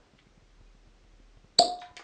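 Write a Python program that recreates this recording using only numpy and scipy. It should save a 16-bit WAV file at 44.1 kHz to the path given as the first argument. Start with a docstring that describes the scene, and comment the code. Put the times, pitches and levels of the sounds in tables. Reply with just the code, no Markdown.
"""A cork is pulled from a glass bottle in a small quiet room, with a low wavering hum and microphone hiss throughout.
First a soft rustle fades out under soft low bumps of hands, a few tiny clicks and a faint glassy tone.
Then air squeaks past the slipping cork (rising sines, noise), and the neck pops: a gliding sine over a burst.
The neck tone hangs and beats in the room; small resonant clicks, a glassy tone and a last bump follow."""
import sys
import numpy as np
from scipy import signal
from scipy.fft import rfft, irfft, next_fast_len
from scipy.io import wavfile
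from scipy.ndimage import map_coordinates

SR = 44100
rng = np.random.default_rng(int(sys.argv[2]) if len(sys.argv) > 2 else 0)


def store_pcm(level_fs):
    """Save levels as 16-bit WAV."""
    pcm = np.round(np.clip(level_fs, -1, 1) * 32767).astype(np.int16)
    wavfile.write(sys.argv[1], SR, np.atleast_2d(pcm).T)


def volts_from_db(level):
    """Convert decibel levels to linear amplitude ratios."""
    exponent = np.asarray(level, float) / 20
    return 10 ** exponent


N = 89567
T = np.arange(N) / SR


def noise():
    """White noise, rms 1."""
    return rng.standard_normal(N)


def unit(x):
    """Scales to rms 1."""
    return x / np.sqrt(np.mean(x ** 2) + 1e-20)


def impulse(t_s):
    """A single unit sample."""
    return (np.arange(N) == round(t_s * SR)) * 1.


def sine(hz):
    """Sine of peak 1 whose phase sums a varying frequency."""
    return np.sin(2 * np.pi * np.cumsum(hz) / SR)


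def tone(rows):
    """Sine gliding through (t/s, f/Hz, rms level/dB) rows."""
    t_s, hz, db = np.transpose(rows)
    level = volts_from_db(np.interp(T, t_s, db, left=-120))
    return np.sqrt(2) * level * sine(np.interp(T, t_s, hz))


def dying(start_s, t60_s):
    """Envelope that starts at once and decays exponentially."""
    return (T >= start_s) * volts_from_db(-60 * np.clip(T - start_s, 0, None) / t60_s)


def colour(x, points):
    """Zero-phase filter through (f/Hz, gain/dB) points, interpolated in log frequency."""
    size = next_fast_len(len(x) + 8192)
    f, db = np.transpose(points)
    log_hz = np.log(np.fft.rfftfreq(size, 1 / SR) + 1)
    gain = volts_from_db(np.interp(log_hz, np.log(f + 1), db))
    return irfft(rfft(x, size) * gain, size)[:len(x)]


# reverberation: (f/Hz, t60/s)
ROOM_DECAY = [(60, 0.43), (200, 0.44), (500, 0.3), (800, 0.66), (1300, 0.56), (2200, 0.31), (3200, 0.29),
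              (4400, 0.29), (6000, .3), (8000, .27)]
ROOM_GAP_S, LUMPY_DB, LUMPS_PER_S = .003, 2, 500


def room(x):
    """Diffuse tail: noise dying at its own speed per frequency, uneven from separate wall echoes."""
    hz, t_s, bins = signal.stft(rng.standard_normal(SR // 2), SR, nperseg=256)
    f, t60_s = np.transpose(ROOM_DECAY)
    decay = volts_from_db(-60 * t_s / np.interp(hz, f, t60_s)[:, None])
    tail = signal.istft(bins * decay, SR, nperseg=256)[1]
    lump_at = np.arange(len(tail)) * LUMPS_PER_S / SR
    lumps = map_coordinates(rng.standard_normal(400), [lump_at])
    tail = tail * volts_from_db(LUMPY_DB * lumps)
    tail = tail / np.linalg.norm(tail)  # unit energy
    tail = np.pad(tail, (round(ROOM_GAP_S * SR), 0))
    return signal.fftconvolve(x, tail)[:N]


def swell(t_s, grow_db_per_ms, cut_db_per_ms):
    """Exponential growth that turns into an exponential cut-off; 1 at t_s."""
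    ms = (T - t_s) * 1000
    growing = volts_from_db(np.clip(-grow_db_per_ms * ms, -99, 200))
    cutting = volts_from_db(np.clip(cut_db_per_ms * ms, -99, 200))
    return 2 / (growing + cutting)


# whistles of air past the cork; the last row is an early echo off a surface:
# (t/s, start f/Hz, end f/Hz, level at t/dB, growth/dB per ms, cut-off/dB per ms)
WHISTLES_AND_ECHO = [(1.5881, 3850, 4100, -18, 7, 12), (1.5915, 4250, 4750, -5.5, 7, 13),
                     (1.5892, 7500, 7700, -15, 11, 11), (1.594, 8000, 8100, -23, 12, 12)]
GLIDE_S, SQUEAK_ROOM_DB = 0.0026, -9.5
SEAL_S, SEAL_DB, SEAL_RISE_DB_PER_MS, SEAL_FALL_DB_PER_MS = 1.5895, -25, 6.5, 2.5


def squeak():
    """Whistles grow fast, rise in pitch and are cut as the gap opens; an early echo; hiss as the seal gives way."""
    whistles = np.zeros(N)
    for t_s, hz0, hz1, db, grow, cut in WHISTLES_AND_ECHO:
        hz = np.interp(T, [t_s - GLIDE_S, t_s + GLIDE_S / 2], [hz0, hz1])
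        whistles += volts_from_db(db) * swell(t_s, grow, cut) * sine(hz)
    seal = volts_from_db(SEAL_DB) * swell(SEAL_S, SEAL_RISE_DB_PER_MS, SEAL_FALL_DB_PER_MS) * noise()
    return whistles + seal + volts_from_db(SQUEAK_ROOM_DB) * room(whistles)


# neck tone swelling and beating in the room: (t/s, f/Hz, rms level/dB)
NECK_TONE = [(1.5935, 560, -50), (1.5955, 630, -20), (1.601, 700, -16.5), (1.607, 720, -19),
             (1.611, 715, -25), (1.619, 685, -19), (1.627, 710, -24), (1.633, 715, -40), (1.645, 670, -28),
             (1.66, 715, -35), (1.685, 716, -38), (1.7, 716, -33), (1.71, 716, -36), (1.725, 716, -34),
             (1.78, 716, -47), (1.79, 716, -44), (1.81, 716, -50), (1.84, 716, -45), (1.88, 716, -56),
             (1.93, 716, -66), (1.96, 716, -72), (1.972, 710, -54), (2.0, 710, -66)]
# spectrum of the air burst as the room returns it: (f/Hz, relative level/dB)
BURST_SPECTRUM = [(40, -23.5), (160, -14.5), (300, 4), (600, 3.5), (850, -14.5), (1400, -22), (2000, -24.5),
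                  (3100, -16), (3700, 2.5), (4400, 3), (5300, -4), (6000, -36.5), (6600, -16.5),
                  (7400, -6.5), (8400, -8.5), (9300, -28)]
BURST_S, BURST_DB = 1.589, 13


def pop():
    """The neck's air resonates as one gliding tone while the burst spreads in the room."""
    burst = colour(room(impulse(BURST_S)), BURST_SPECTRUM)
    burst = burst * (T > BURST_S)  # the zero-phase filter also rings early
    return tone(NECK_TONE) + volts_from_db(BURST_DB) * burst


# small clicks: (t/s, dry peak level/dB, centre f/Hz, width of each filter pass/Hz, room level re dry/dB)
CLICK_ROWS = [(.184, -57, 3000, 1400, -3.5), (0.188, -52.5, 1840, 1000, -2), (.19, -52.5, 3240, 1400, -8),
              (.2, -57, 3300, 1400, -9), (.272, -59, 2000, 1500, -9), (1.04, -57, 1802, 2500, -6),
              (1.626, -37, 1116, 400, -8), (1.788, -47, 3700, 600, 2), (1.799, -49.5, 5500, 2500, 4.5),
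              (1.814, -43, 3740, 840, 2.5), (1.818, -38.5, 1680, 1100, 0.5), (1.82, -43, 964, 300, -6),
              (1.822, -67, 3800, 3000, -1), (1.9667, -31, 3600, 4010, -2), (1.968, -48.5, 600, 600, 1),
              (1.971, -36.5, 2230, 1010, -2.5), (1.974, -37, 2600, 1500, -2.5), (1.978, -44, 4800, 600, -3),
              (1.9947, -38, 1310, 900, -1), (1.995, -47.5, 395, 500, 0), (2.001, -43.5, 1280, 514, -5.5),
              (2.013, -55, 1500, 696, -7)]
SCRAPE_DB, SCRAPE_T60_S = -16, 0.026  # re impulse, before the resonance


def clicks():
    """An impulse dragging a short scrape, passed twice through one resonance."""
    out = np.zeros(N)
    for t_s, db, hz, width_hz, room_db in CLICK_ROWS:
        b, a = signal.iirpeak(hz, hz / width_hz, SR)
        scrape = volts_from_db(SCRAPE_DB) * dying(t_s, SCRAPE_T60_S) * noise()
        click = signal.lfilter(b, a, impulse(t_s) + scrape)
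        click = signal.lfilter(b, a, click)
        click = click * volts_from_db(db) / np.abs(click).max()
        out += click + volts_from_db(room_db) * room(click)
    return out


# faint glassy tones: (start t/s, f/Hz, level before rise and decay/dB, rise/s, t60/s)
GLASS_TONES = [(1.835, 1000, -48, .1, .45), (.655, 2480, -59, .03, .16)]


def glass():
    """Steady-pitched sines that rise softly and ring away."""
    out = np.zeros(N)
    for t_s, hz, db, rise_s, t60_s in GLASS_TONES:
        rise = 1 - np.exp(-np.clip(T - t_s, 0, None) / rise_s)
        out += volts_from_db(db) * dying(t_s, t60_s) * rise * np.sin(2 * np.pi * hz * T)
    return out


# soft bumps of hands and clothes: (t/s, level of the dip/dB, f/Hz)
BUMP_ROWS = [(0.128, -52, 185), (0.142, -54, 150), (0.261, -52, 190), (0.37, -52, 147), (0.42, -55.5, 95.5),
             (0.603, -51.5, 89), (0.743, -53, 154), (0.868, -54.5, 96), (1.038, -56.5, 80.7),
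             (1.131, -57.5, 80), (1.193, -51.5, 232), (1.364, -53, 94.5), (1.437, -50, 145),
             (1.518, -60, 80), (1.905, -52.5, 81.4)]
BUMP_CYCLES, BUMP_LAG_S = .5, 0.00915  # bell half-width; delay of the dip after t
BUMP_RUSTLE_DB, RUSTLE_HZ = -10.5, 600  # re dip; low-pass corner


def bumps():
    """Low dips of pressure, about one cycle long, with a little rustle."""
    out = np.zeros(N)
    b, a = signal.butter(2, RUSTLE_HZ, fs=SR)
    rustle = volts_from_db(BUMP_RUSTLE_DB) * unit(signal.lfilter(b, a, noise()))
    for t_s, db, hz in BUMP_ROWS:
        cycles = (T - t_s - BUMP_LAG_S) * hz
        bell = np.exp(-(cycles / BUMP_CYCLES) ** 2)
        out -= volts_from_db(db) * (np.cos(2 * np.pi * cycles) + rustle) * bell
    return out


# rustle spectrum: (f/Hz, relative level/dB)
SHUFFLE_SPECTRUM = [(150, -20), (350, 0.5), (1300, -4), (2500, -19.5), (5000, -29)]
SHUFFLE_START_DB, SHUFFLE_T60_S = -67, 0.82


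def shuffle():
    """Dull noise that fades out from the start."""
    rustle = unit(colour(noise(), SHUFFLE_SPECTRUM))
    return volts_from_db(SHUFFLE_START_DB) * rustle * dying(0, SHUFFLE_T60_S)


# low hum: (t/s, f/Hz, rms level before waver/dB)
HUM_TONE = [(0.0, 36.7, -62), (0.12, 38.1, -92), (0.15, 38.4, -71.5), (0.61, 38.29, -60.5),
            (1.51, 38.6, -64), (1.6, 37.8, -70), (1.64, 39.7, -62), (1.74, 38.4, -65.5), (1.85, 34, -74),
            (2.03, 32.9, -71)]
HUM_WAVER_DB, WAVER_PER_S = 2, 9


def hum():
    """A low gliding sine whose level wavers at random."""
    waver = map_coordinates(rng.standard_normal(40), [T * WAVER_PER_S])
    return tone(HUM_TONE) * volts_from_db(HUM_WAVER_DB * waver)


# hiss spectrum: (f/Hz, relative level/dB)
HISS_SPECTRUM = [(29, -40), (50, -8), (72, -14.5), (142, -17.5), (380, -18.5), (655, -24.5), (763, -23.5),
                 (888, -29), (1030, -27), (2530, -30), (6050, -35), (9150, -47), (11900, -74.5),
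                 (20100, -120)]
HISS_DB = -65


def mic_hiss():
    """Steady coloured noise of the microphone."""
    return volts_from_db(HISS_DB) * unit(colour(noise(), HISS_SPECTRUM))


# overall treble limit, steep near 9 kHz: (f/Hz, gain/dB)
TREBLE_LIMIT = [(20, 3), (8600, 0.5), (9200, -16), (9800, -55.5), (16000, -62)]


def limit_treble(x):
    """Filters all sources alike: the treble falls steeply near 9 kHz."""
    return colour(x, TREBLE_LIMIT)


def scene():
    """All sources, mono, with full treble."""
    mix = squeak() + pop() + clicks() + glass() + bumps() + shuffle() + hum()
    return mix[None]


def roll_off(x):
    """The treble ends steeply here."""
    return signal.sosfilt(signal.butter(12, 9300, fs=SR, output="sos"), x)


def record(dry):
    """Treble-limited sources plus microphone hiss."""
    mix = limit_treble(dry[0]) + mic_hiss()
    return roll_off(mix[None])


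dry = scene()
out = record(dry)
store_pcm(out)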